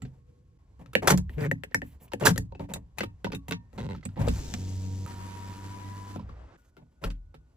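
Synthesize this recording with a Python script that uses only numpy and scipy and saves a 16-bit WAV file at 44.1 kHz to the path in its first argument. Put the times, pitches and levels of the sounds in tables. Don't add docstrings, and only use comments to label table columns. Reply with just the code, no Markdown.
import sys
import numpy as np
from scipy import signal
from scipy.fft import rfft, irfft
from scipy.io import wavfile
from scipy.ndimage import uniform_filter1d

SR = 44100
rng = np.random.default_rng(int(sys.argv[2]) if len(sys.argv) > 2 else 0)


def digitize_waveform(pressure):
    field = np.atleast_2d(pressure).T
    bounded = np.clip(field, -1, 1)
    quanta = np.round(bounded * 32767).astype(np.int16)
    wavfile.write(sys.argv[1], SR, quanta)


def natural_amplitude(level_db):
    exponent = np.asarray(level_db, float) / 20
    return 10 ** exponent


N = 333396
TIME = np.arange(N) / SR

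# frequency in Hz, level in dB, t60 in s.
PLASTIC_MODES = [(1357, 2.5, 0.044), (1583, -3, 0.028), (2030, -15, 0.083), (4030, -9, 0.0067)]
PANEL_MODES = [(329, -10, 0.055), (391.5, -11, .07), (451.7, -10, 0.11), (518, -4, 0.036), (615, -4, 0.018),
               (742, -12, 0.044), (870, -8.5, 0.034)]
DOOR_MODES = [(97.3, -5.5, 0.47), (115, -2, 0.3), (154.3, -4.5, 0.3), (176, -2, 0.24), (201, 2.5, 0.14),
              (241.6, -3, 0.2), (283, -6.5, 0.24)]
# lower edge in Hz, upper edge in Hz.
BANDS_HZ = [(1000, 4000), (300, 1000), (70, 300), (3000, 13000)]


def unit(x):
    return x / np.sqrt(np.mean(x ** 2))


def band(x, lo_hz, hi_hz):
    return signal.sosfilt(signal.butter(2, [lo_hz, hi_hz], "bandpass", fs=SR, output="sos"), x)


def gain_at(table):
    hz, db = np.transpose(table)
    grid_hz = np.arange(N // 2 + 1) * SR / N
    return natural_amplitude(np.interp(np.log(grid_hz + 1), np.log(hz), db))


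def coloured(table):
    return unit(irfft(rfft(rng.standard_normal(N)) * gain_at(table), N))


def walk(rate):
    k = int(SR / rate)
    held = np.repeat(rng.standard_normal(N // k + 1), k)
    return unit(uniform_filter1d(uniform_filter1d(held, k), k)[:N])


def gate(start, length, rise_s, fall_s):
    return np.clip(np.minimum((TIME - start) / rise_s, (start + length - TIME) / fall_s), 0, 1)


def ring(modes, t, scatter_db=5.0, detune=0.023):
    hz, db, t60 = np.array(modes).T[:, :, None]
    level, shift, sign = rng.standard_normal((3, len(modes), 1))
    decay = natural_amplitude(db + scatter_db * level - 60 * t / t60)
    wave = np.sin(2 * np.pi * hz * (1 + detune * shift) * t)
    out = np.sum(decay * wave * np.sign(sign + .5), axis=0)
    return out / np.abs(out).max()


def blows(events, modes, clatter_db, rise_s, door_db, t60, scatter_db=7.0):
    out, t = np.zeros(N + SR), TIME[:SR // 4]
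    fade = natural_amplitude(-60 * t / np.clip(t60, .01, .5)) * (1 - np.exp(-t / rise_s))
    fade *= 1 + 2.7 * np.exp(-t / 0.00061)
    for s, db, thud_db, top_db in events:
        rough_db = 3.7 * rng.standard_normal(len(t) // 64 + 1).repeat(64)[:len(t)]
        grit = rng.standard_normal(len(t)) * natural_amplitude(rough_db) * fade
        mid, top = band(grit, *BANDS_HZ[0]), band(grit, *BANDS_HZ[3])
        hit = ring(modes, t, scatter_db, 0.0045 * scatter_db)
        hit += natural_amplitude(clatter_db) * mid / np.abs(mid).max()
        hit += natural_amplitude(top_db) * top / np.abs(top).max()
        hit += natural_amplitude(thud_db) * ring(PANEL_MODES, t, 0.66 * scatter_db) * (1 - np.exp(-t / 0.0017))
        hit += natural_amplitude(thud_db + door_db) * ring(DOOR_MODES, t) * (1 - np.exp(-t / 0.0084))
        i = int(s * SR)
        out[i:i + len(t)] += natural_amplitude(db) * hit
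    return out[:N]


def rocker():
    # start in seconds, snap peak in dB, panel thud in dB re snap, sizzle in dB re snap.
    flips = [
        (0.9525, -5, -14.5, -15.5),
        (1.295, -40.5, 6.5, -20),
        (1.514, -25, 6, -6.5),
        (1.6358, -26, -10, -10.5),
        (1.7458, -23, 2, 6),
        (1.8187, -32.5, 3.5, -13.5),
        (2.1347, -22, 1.5, -8),
        (2.378, -23, 5, 3),
    ]
    # frequency in Hz, level in dB, t60 in s.
    rocker_modes = [(510, -11, .045), (585, -16, .03), (1770, -2, .012), (1960, -3, .009), (2200, -5, .008),
                    (2450, -4, .009), (2750, -4, .008), (3050, -9, .007), (4300, -17, .008)]
    return blows(flips, rocker_modes, -14.0, 0.000067, door_db=-2.5, t60=0.038, scatter_db=2.0)


def lock_slams():
    # start in seconds, snap peak in dB, panel thud in dB re snap, sizzle in dB re snap.
    slams = [(0.0199, -45.5, 6, -4), (0.0508, -50, 9, -21), (1.0271, -40, 15, -22.5),
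             (1.076, -17.5, -9.5, -18.5), (1.1049, -13.5, -7, -12.5), (1.4062, -44.5, 14.5, -22),
             (1.4481, -44.5, 11, -17), (2.2089, -39, 4.5, -7), (2.2563, -24.5, -9, 6.5),
             (2.2634, -17, -11.5, -19.5), (2.2702, -13.5, -7.5, -33.5)]
    return blows(slams, PLASTIC_MODES, 1.2, 0.0003, door_db=7.0, t60=0.087)


def button():
    # start in seconds, snap peak in dB, panel thud in dB re snap, sizzle in dB re snap.
    clicks = [(2.5228, -54, 15.5, -22.5), (2.5501, -51, 12, -30.5), (2.5952, -45, 19, -12),
              (2.6409, -58, 23, -31), (2.6973, -47.5, 7, -10), (2.9842, -27, 1, 0), (3.0065, -23, -1, -17),
              (3.033, -33, 8, -4), (3.245, -30, 8.5, -9.5), (3.267, -44, 16, -24.5), (3.3024, -50, 11, -20),
              (3.32, -34.5, 2.5, -9), (3.333, -36, 14, -23), (3.3486, -39.5, 8, 6.5),
              (3.483, -37.5, 12.5, 2.5), (3.5101, -23, -2, -2), (3.5226, -25.5, 0, -18)]
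    # frequency in Hz, level in dB, t60 in s.
    button_modes = [(960, -24, .14), (1130, -27, .1), (2640, -31, .1), (870, -18, .05), (1500, -8, .022),
                    (2670, -6, .014), (3980, -20, .02)]
    return blows(clicks, button_modes, 0.92, 0.00009, door_db=-2.0, t60=0.061)


def window_lever():
    # start in seconds, snap peak in dB, panel thud in dB re snap, sizzle in dB re snap.
    knocks = [(3.7305, -54, 5.5, -7), (3.7815, -39.5, 6.6, -19), (3.9482, -47.5, 10.7, -15),
              (4.029, -50, 3, -22), (4.0891, -54.5, 9, -18), (4.159, -52, 3, -33),
              (4.1734, -45.5, 17.4, -20), (4.2144, -40, 15.2, -14), (4.2764, -35, 19.5, -33),
              (5.7994, -48, 2, -22), (6.16, -45, 14, -8), (6.1951, -53, 13, -42),
              (6.2911, -52.5, 10.5, -14)]
    return blows(knocks, PLASTIC_MODES, -0.91, 0.00028, door_db=2.5, t60=0.15)


def roof_switch():
    # start in seconds, snap peak in dB, panel thud in dB re snap, sizzle in dB re snap.
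    snaps = [
        (6.7675, -53, 4, -3),
        (7.0389, -27.5, 3.7, -6),
        (7.3422, -52, 13.6, -8),
    ]
    return blows(snaps, PLASTIC_MODES, 0.93, 0.0013, door_db=-6, t60=0.067)


def contacts():
    # start in seconds, snap peak in dB, panel thud in dB re snap, sizzle in dB re snap.
    ticks = [
        (.860, -50.5, -5.5, -9.5),
        (.933, -41.5, -3, 0),
        (1.712, -61, 15, -30),
        (2.119, -42.5, -1, -12),
        (2.236, -37, -5, -15),
        (2.360, -35, 6, -1),
        (4.01, -60, -3, -20),
        (5.062, -40, 2, 0),
    ]
    catches = [
        (1.1755, -30.5, -18, 5.5),
        (2.737, -31, -3.5, 7),
        (4.053, -33, 4, -6.5),
        (4.284, -27.5, -4, -6),
        (4.539, -25.5, -1.5, -11),
        (7.103, -37, -9.5, -18),
    ]
    # frequency in Hz, level in dB, t60 in s.
    catch_modes = [(2500, -6, .008), (3600, -2, .008), (4700, -3, .008), (5800, -5, .008), (7700, 0, .014)]
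    out = blows(ticks, PLASTIC_MODES, 1.3, .0003, door_db=-5, t60=.05)
    return out + blows(catches, catch_modes, -0.74, 0.00085, door_db=4.5, t60=0.044)


def scrape(strokes, per_s, spread_db, smooth_db, door_db, top_db, soft, rise_s, patchy_db=2.5):
    gain, push, deep, thin = np.zeros((4, N))
    for s, length, from_db, to_db, body_db in strokes:
        stroke, span = np.zeros(N), slice(int(s * SR), int((s + length) * SR))
        level_db = np.interp(TIME[span], [s, s + length], [from_db, to_db])
        stroke[span] = gate(s, length, rise_s, 0.011)[span] * natural_amplitude(level_db)
        gain += stroke
        push += natural_amplitude(body_db) * stroke
        deep += natural_amplitude(door_db + (1 + soft) * body_db) * stroke
        thin += natural_amplitude(top_db - soft * body_db) * stroke
    slips = (rng.random(N) < per_s / SR) * natural_amplitude(spread_db * rng.exponential(size=N)) * rng.standard_normal(N)
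    drive = unit(unit(slips) + natural_amplitude(smooth_db) * rng.standard_normal(N)) * natural_amplitude(patchy_db * walk(70))
    skin = np.zeros(N)
    for force, modes in ((push, PANEL_MODES), (deep, DOOR_MODES)):
        response = ring(modes, TIME[:SR // 3], 0., 0.)
        skin += signal.fftconvolve(force * drive, response / np.linalg.norm(response))[:N]
    mid = unit(band(band(drive, 870, 1800), 900, 4200))
    top = unit(band(drive, *BANDS_HZ[3]))
    return gain * mid + thin * top + skin


def lock_gears():
    # start in s, length in s, scrape at start in dB, at end in dB, panel push in dB re scrape.
    drive_strokes = [(1.02, 0.066, -46, -42, 11), (1.072, .034, -21.5, -29, 1.5),
                     (1.1, .03, -18.5, -38, -1), (1.118, 0.032, -34, -44, 10),
                     (1.141, 0.034, -43, -66.5, 10.5), (1.176, .04, -53, -72, 10),
                     (1.3, 0.14, -77, -71, 11.5), (2.197, .02, -54.5, -48.5, 0.5),
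                     (2.208, 0.057, -43.5, -41.5, 11), (2.25, 0.026, -29, -21.5, -2),
                     (2.268, 0.073, -21, -57.5, 1)]
    return scrape(drive_strokes, 1500, 1.3, -1.6, door_db=-12, top_db=-0.5, soft=1.0, rise_s=0.0034)


def finger_drag():
    # start in s, length in s, scrape at start in dB, at end in dB, panel push in dB re scrape.
    drag_strokes = [(.79, .14, -65.5, -81, 10), (1.83, 0.15, -74, -78, 4.5), (2.0, 0.095, -72.5, -73, 9),
                    (2.6, 0.065, -59.5, -65, 11), (2.685, 0.049, -58, -58, 10),
                    (2.755, 0.11, -62, -100.5, 14.7), (2.968, 0.022, -68, -46.5, 5.5),
                    (3.72, 0.056, -75.5, -58.5, 7), (4.16, 0.12, -57.5, -55, 14),
                    (6.571, 0.14, -75.5, -82, -2), (.06, .14, -81.5, -79.5, 7.5),
                    (3.776, 0.05, -58, -58, 11.5), (7.102, 0.072, -60, -96, 1.5),
                    (6.77, 0.071, -73, -84, 13), (7.012, 0.042, -65.5, -49, 9),
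                    (7.045, 0.054, -49, -67.5, 9), (4.19, 0.045, -56, -50, 4), (4.232, .05, -58, -59, 5),
                    (2.74, .04, -56, -66, 0), (4.09, .07, -76, -72, 6), (4.29, 0.12, -56, -57, 1)]
    return scrape(drag_strokes, 300, 0.85, 6.3, door_db=0.5, top_db=-2.5, soft=0.66, rise_s=0.0075)


def decaying_notes(table, rise_s):
    out = np.zeros(N)
    for s, hz, db, t60 in table:
        ringing = slice(int(s * SR) + 1, int((s + 1.5 * t60) * SR))
        t = TIME[ringing] - s
        out[ringing] += natural_amplitude(db - 60 * t / t60) * (1 - np.exp(-t / rise_s)) * np.sin(2 * np.pi * hz * t)
    return out


def booms():
    # start in seconds, frequency in Hz, peak in dB, t60 in s.
    boom_notes = [(0.0302, 130.7, -33.5, 0.38), (1.137, 181.2, -12, 0.21), (1.181, 67, -24, 0.38),
                  (2.312, 173.6, -11.5, 0.12), (4.209, 110, -13, 0.12), (4.291, 61, -16.5, 0.18),
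                  (4.275, 464, -18, 0.036), (3.513, 280, -29, .12), (3.34, 330, -36, .1),
                  (7.045, 300, -35, .09), (6.775, 300, -52, .12), (4.555, 220, -33, .08),
                  (2.99, 95, -36, .2), (6.16, 200, -30, 0.22), (6.194, 990, -29.5, 0.027),
                  (6.293, 1140, -36, 0.026), (7.057, 42, -24, 0.51), (7.05, 41, -36.5, 0.43),
                  (0.88, 125, -40, .2), (4.2, 200, -46, 0.21), (4.32, 57, -21.5, 0.37)]
    return decaying_notes(boom_notes, 0.0033)


def pings():
    # start in s, frequency in Hz, peak in
    # dB, t60 in s.
    lock_notes = [(.0205, 7370, -44, 0.025), (.0205, 2920, -51, 0.034), (1.5135, 1875, -11.5, 0.016),
                  (1.516, 543, -23, .04), (1.7452, 1800, -9, 0.019), (1.7452, 1610, -19.5, 0.018),
                  (1.7452, 2140, -23, .03), (1.748, 920, -28.5, 0.029), (1.295, 1890, -33, 0.012),
                  (1.44, 1900, -26, .015), (1.464, 1910, -46, .02), (1.137, 297, -16.5, .05),
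                  (1.8185, 1804, -23.5, 0.014), (1.823, 560, -37, 0.043), (2.378, 1850, -23.5, 0.026),
                  (4.03, 2030, -45, 0.03), (4.285, 2590, -35, 0.019), (1.078, 1290, -18, .03),
                  (1.084, 3400, -16, 0.023), (1.105, 1490, -16, 0.023), (1.4065, 4840, -41.5, 0.017),
                  (1.448, 1850, -27, 0.022), (1.721, 1840, -43, 0.015), (2.237, 3030, -32.5, .02),
                  (2.24, 2800, -30, 0.025), (2.12, 950, -35.5, .03), (2.522, 910, -44, 0.06),
                  (2.738, 2590, -37.5, 0.023), (2.76, 690, -41, 0.038), (2.2695, 1658, -7, 0.022),
                  (2.267, 3800, -18, .015), (2.294, 3710, -32, 0.025)]
    switch_notes = [(2.55, 2630, -47.5, 0.049), (2.598, 900, -36.5, 0.067), (2.738, 3750, -27.5, 0.017),
                    (2.985, 2550, -26.5, 0.022), (2.985, 4040, -37, .025), (3.007, 1990, -24, .025),
                    (3.034, 928, -47.5, 0.19), (3.034, 1840, -63, .25), (3.034, 1235, -28.5, .03),
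                    (3.034, 3980, -64, .14), (3.034, 2640, -63, .2), (3.32, 2620, -42, .025),
                    (3.246, 2000, -34, 0.026), (3.334, 2620, -49, .03), (3.349, 2640, -43, 0.028),
                    (3.349, 3760, -35.5, 0.029), (3.35, 1120, -63, 0.47), (3.484, 2050, -41, .03),
                    (3.524, 1500, -28, 0.024), (3.524, 2110, -32, .025), (3.268, 945, -29, .05),
                    (3.525, 1820, -65, 0.54), (3.525, 943, -51, 0.32), (4.204, 1500, -42.5, .05),
                    (4.175, 850, -36, .05), (7.041, 1350, -34, 0.049), (6.158, 730, -36, .04),
                    (6.158, 340, -36, .06), (6.585, 1450, -72, .6), (6.77, 380, -52, .09),
                    (3.95, 1300, -40, .025), (2.598, 1300, -44, .03), (2.603, 600, -34, .04),
                    (5.8, 850, -50, .04), (3.51, 1500, -34, .025)]
    return decaying_notes(lock_notes, 0.0005) + decaying_notes(switch_notes, 0.0005)


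def motor():
    # time in s, shaft rate in Hz.
    shaft_rate = [(4.3, 90.4), (4.382, 90.6), (4.51, 93.68), (4.9, 94), (5.06, 95.64), (5.07, 95.9),
                  (5.3, 95.66), (5.62, 96.53), (5.9, 98.4), (6.16, 99.6)]
    # multiple of the shaft, near level in dB re hum, far level in dB re hum.
    overtones = [(2, -13, -9), (3, -19, -15), (4, -31, -26), (5, -29, -27.5), (8, -43, -41)]
    # multiple of the shaft, level in dB re whine.
    teeth = [(8, -21), (14, -28), (17, -25), (19, -25)]
    # start in s, end in s, hum in dB, whine in dB, hiss at the start in dB.
    runs = [
        (4.268, 5.06, -33.5, -63.5, -52.5),
        (5.068, 6.166, -43, -51.5, -55),
    ]
    # dB a second, per run.
    hiss_ease = [9.5, 4.5]
    # frequency in Hz, level in dB per Hz.
    hiss_near = [(120, -14.5), (200, -18.5), (750, -37), (1200, -44), (6500, -41.5), (10000, -51),
                 (16000, -57)]
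    hiss_far = [(120, -12), (200, -8.5), (630, -25), (1100, -22.5), (2500, -30), (7600, -37.5),
                (10000, -38.5), (16000, -47.5)]
    free_s, loaded_s, octave_db = 5.82, 6.08, -17
    full_s, swell_db_s = 4.62, 99
    out = np.zeros(N)
    hz = np.interp(TIME, *np.transpose(shaft_rate))
    slack_db = swell_db_s * np.minimum(TIME - full_s, 0)
    running_free = np.minimum(np.minimum(TIME - free_s, loaded_s - TIME), 0)
    for run, (row, ease_db, hiss) in enumerate(zip(runs, hiss_ease, (hiss_near, hiss_far))):
        start, end, hum_db, whine_db, hiss_db = row
        turn = 2 * np.pi * np.cumsum(hz * (1 + .002 * walk(18) + .002 * walk(5))) / SR
        hum = np.sin(turn) * natural_amplitude((0.7 + 0.9 * run) * walk(19))
        for k, *db in overtones:
            hum += natural_amplitude(db[run] + 1.54 * walk(25)) * np.sin(round(k) * turn + k * k)
        whine = np.sin(10 * turn) * natural_amplitude(1.5 * walk(40))
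        octave = np.sin(20 * turn) + .5 * (TIME > 6) * np.sin(30 * turn)
        whine += natural_amplitude(2.5 * walk(12) + octave_db + 300 * running_free) * octave
        for k, db in teeth:
            whine += natural_amplitude(db + 3.9 * walk(7.8)) * np.sin(round(k) * turn)
        noise = coloured(hiss) * (1 + .25 * np.sin(turn)) * natural_amplitude(.4 * walk(6) + .8 * walk(40))
        noise /= np.std(band(noise, 1200, 8000))
        tonal = np.sqrt(2) * (natural_amplitude(hum_db + slack_db) * hum + natural_amplitude(whine_db) * whine)
        hissing = natural_amplitude(hiss_db - ease_db * (TIME - start)) * noise
        out += gate(start, end - start, .003, .003) * (tonal + hissing)
    return out


def creak():
    # start in s, length in s, buzz in dB, slips a second at start, at end.
    creaks = [
        (1.378, 0.1, -49, 152, 145),
        (3.775, .18, -50.5, 135, 78),
    ]
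    # panel, door, sizzle in dB re buzz, change of sizzle by the end in dB.
    bodies = [
        (12.5, 19.5, -16.5, 9.5),
        (2.5, 17.5, -14, -8),
    ]
    # frequency in Hz, level in dB, t60 in s.
    part_modes = [
        [(900, -2, .008), (1300, -2, .008), (1750, -2, .009), (2150, -2, .009)],
        [(950, 0, .015), (1500, -4, .008), (2000, -5, .008), (2650, -7, .007), (3200, -10, .005),
         (3800, -9, .007)],
    ]
    jitters = [.05, .22]
    rubs = [4, .1]
    swells = [.02, .07]
    # start in s, length in s, depth in dB.
    grip_s, grip_length, grip_db = (3.868, 0.022, -11)
    rough, puff = .9, .14
    attack_s, release_s, linger_s, door_ease_db_s = 0.0042, 0.016, 0.055, 21
    out = np.zeros(N)
    for row, body, jitter, rub, modes, swell in zip(creaks, bodies, jitters, rubs, part_modes, swells):
        s, length, db, *rates = row
        panel_db, door_db, top_db, trend_db = body
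        gripped = natural_amplitude(grip_db * gate(grip_s, grip_length, .004, 0.0037))
        gain = natural_amplitude(db) * gate(s, length, attack_s, release_s) * gripped
        trend = natural_amplitude(trend_db * np.clip((TIME - s) / length, 0, 1))
        per_s = np.interp(TIME, [s, s + length], rates)
        phase = np.cumsum(per_s * (1 + jitter * walk(120))) / SR
        slips = np.diff(np.floor(phase), prepend=0) * natural_amplitude(2.2 * walk(70))
        puffs = rub + np.exp(-(phase % 1) / puff)
        grit = puffs * natural_amplitude(2.0 * walk(60)) * rng.standard_normal(N)
        part = ring(modes, TIME[:SR // 20], 0., 0.)
        parts = [signal.fftconvolve(slips, part)[:N],
                 band(slips, 390, 540),
                 band(band(slips, 80, 220), 70, 260),
                 band(grit, 2600, 8000),
                 signal.fftconvolve(grit, part)[:N]]
        mid, panel, door, top, rasp = (p / np.std(p[gain > natural_amplitude(-90)]) for p in parts)
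        out += gain * (np.sqrt(trend) * (mid + rough * rasp) + natural_amplitude(panel_db) * panel + natural_amplitude(top_db) * trend * top)
        shaking = gate(s - .01, length + linger_s, swell, release_s) ** .5
        easing = natural_amplitude(door_ease_db_s * np.minimum(s - TIME, 0))
        out += natural_amplitude(db + door_db) * shaking * natural_amplitude(1.1 * walk(25.25)) * easing * door
    return out


def slide():
    # start in s, length in s, hollow rub in dB, fine hiss in dB, rise as share of the length.
    slides = [
        (1.296, .09, -68, -66, .05),
        (1.37, 0.1, -75, -55, 0.76),
        (1.83, .14, -71, -64.5, 0.31),
        (1.997, .075, -73, -58.5, 0.48),
        (2.076, 0.017, -69, -76, .4),
        (1.70, 0.056, -72, -81, .8),
        (6.572, 0.13, -84, -84, .1),
        (7.1, 0.092, -81, -89, .05),
        (6.915, 0.018, -87, -95, .5),
    ]
    # lower edge in Hz, upper edge in Hz.
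    rub_hz = (1680, 3300)
    hiss_hz = (8900, 15870)
    rub, hiss = np.zeros((2, N))
    for s, length, rub_db, hiss_db, rise in slides:
        rise = np.clip(rise, .02, .9)
        rub += natural_amplitude(rub_db) * gate(s, length, .006, .4 * length)
        hiss += natural_amplitude(hiss_db) * gate(s, length, rise * length, (1 - rise) * length * 0.99)
    noise = rng.standard_normal(N)
    hollow = rub * natural_amplitude(3.2 * walk(90)) * unit(band(noise, *rub_hz))
    return hollow + hiss * natural_amplitude(1.5 * walk(60)) * unit(band(noise, *hiss_hz))


def squeak():
    s, length, from_hz, to_hz, db = (6.645, .06, 6600, 5900, -84)
    hz = from_hz + (to_hz - from_hz) * np.clip((TIME - s) / length, 0, 1) ** 1.6
    tone = np.sin(2 * np.pi * np.cumsum(hz) / SR)
    return natural_amplitude(db + 2 * walk(80)) * gate(s, length, .01, .015) * tone


def sway():
    # time in s, peak in dB.
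    lurches = [(0.03, -49), (.75, -57.5), (1.18, -31.5), (1.85, -49.5), (2.4, -36), (2.748, -49.5),
               (3.06, -46.5), (3.35, -50), (3.801, -44), (4.298, -28.5), (5.05, -49.5), (6.24, -41.5),
               (6.4, -66.5), (7.3, -53)]
    rise_db_s, fall_db_s, rest_db = 114.5, 63, -66
    level = natural_amplitude(rest_db)
    for s, db in lurches:
        level = level + natural_amplitude(db + np.minimum(rise_db_s * (TIME - s), fall_db_s * (s - TIME)))
    return level * unit(band(band(rng.standard_normal(N), 49, 160), 34, 73))


def background():
    # start in s, end in s.
    shots = [
        (0, .579),
        (.585, 5.06),
        (6.15, 6.569),
        (6.571, 7.6),
    ]
    air_levels = [-58.5, -63, -57, -72]
    # frequency in Hz, level in dB per Hz.
    air_spectra = [
        [(47, -29), (80, -7.5), (222, -25.5), (444, -36.5), (489, -26), (560, -46), (8000, -63.5), (12400, -66),
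         (17600, -120)],
        [(47, -31.5), (80, -6.5), (254, -22), (666, -35.5), (1060, -33), (1160, -41.5), (8000, -56.5),
         (12400, -59.5), (17600, -120)],
        [(47, -35.5), (80, -9), (183, -3.5), (210, -18.5), (245, -9.5), (942, -14), (8000, -46.5), (12400, -56),
         (17600, -120)],
        [(47, -24), (80, -11), (280, -10.5), (381, -17), (1440, -30.5), (1560, -35), (8000, -44.5),
         (12400, -46.5), (17600, -120)],
    ]
    # shot number, frequency in Hz, level in dB.
    tones = [
        (0, 1090, -85),
        (1, 1090, -85),
        (0, 485, -80),
        (3, 1470, -82),
    ]
    out = np.zeros(N)
    gates = [gate(start, end - start, .004, .004) for start, end in shots]
    for shot, db, air in zip(gates, air_levels, air_spectra):
        out += shot * natural_amplitude(db + 1.2 * walk(26)) * coloured(air)
    for shot, hz, db in tones:
        out += gates[round(shot)] * natural_amplitude(db - 1.5 + 2.5 * walk(35)) * np.sin(2 * np.pi * hz * TIME)
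    return out


def cabin(x):
    t, t60_s = TIME[:SR // 4], .11
    tail = rng.standard_normal(len(t)) * natural_amplitude(-60 * t / t60_s) * (t > .002)
    return signal.fftconvolve(x, tail / np.sqrt(np.sum(tail ** 2)))[:N]


def scene():
    # frequency in Hz, side minus mid in dB.
    stereo_width = [(25, -40), (60, -29), (125, -19.5), (250, -12.5), (500, -5.5), (1000, -5), (4000, -4.5),
                    (8000, -2)]
    cabin_db, diffuse_db = -16, 2.5
    near = rocker() + lock_slams() + button() + window_lever() + roof_switch() + contacts()
    near += lock_gears() + finger_drag() + booms() + creak() + squeak()
    mid = near + natural_amplitude(cabin_db) * cabin(near) + pings() + motor() + sway() + background()
    wander = natural_amplitude(diffuse_db) * (np.tanh(walk(250)) * mid + np.tanh(walk(40)) * cabin(mid))
    mid = mid + slide()
    side = irfft((-1j * rfft(mid) + rfft(wander)) * gain_at(stereo_width), N)
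    return np.array([mid + side, mid - side])


def band_limit(x):
    return signal.sosfilt(signal.butter(12, 16790, fs=SR, output="sos"), x)


def record(dry):
    # frequency in Hz, gain in dB.
    port_response = [(4000, -0.5), (7800, 2.5), (8600, -6), (9300, -12), (9800, -0.5), (12700, -3),
                     (13400, -22.5), (14400, 4), (15300, 3.5), (15900, -31.5), (16800, -69)]
    ceiling = .92
    ported = irfft(rfft(dry) * gain_at(port_response), N)
    return band_limit(ceiling * np.tanh(ported / ceiling))


dry = scene()
out = record(dry)
digitize_waveform(out)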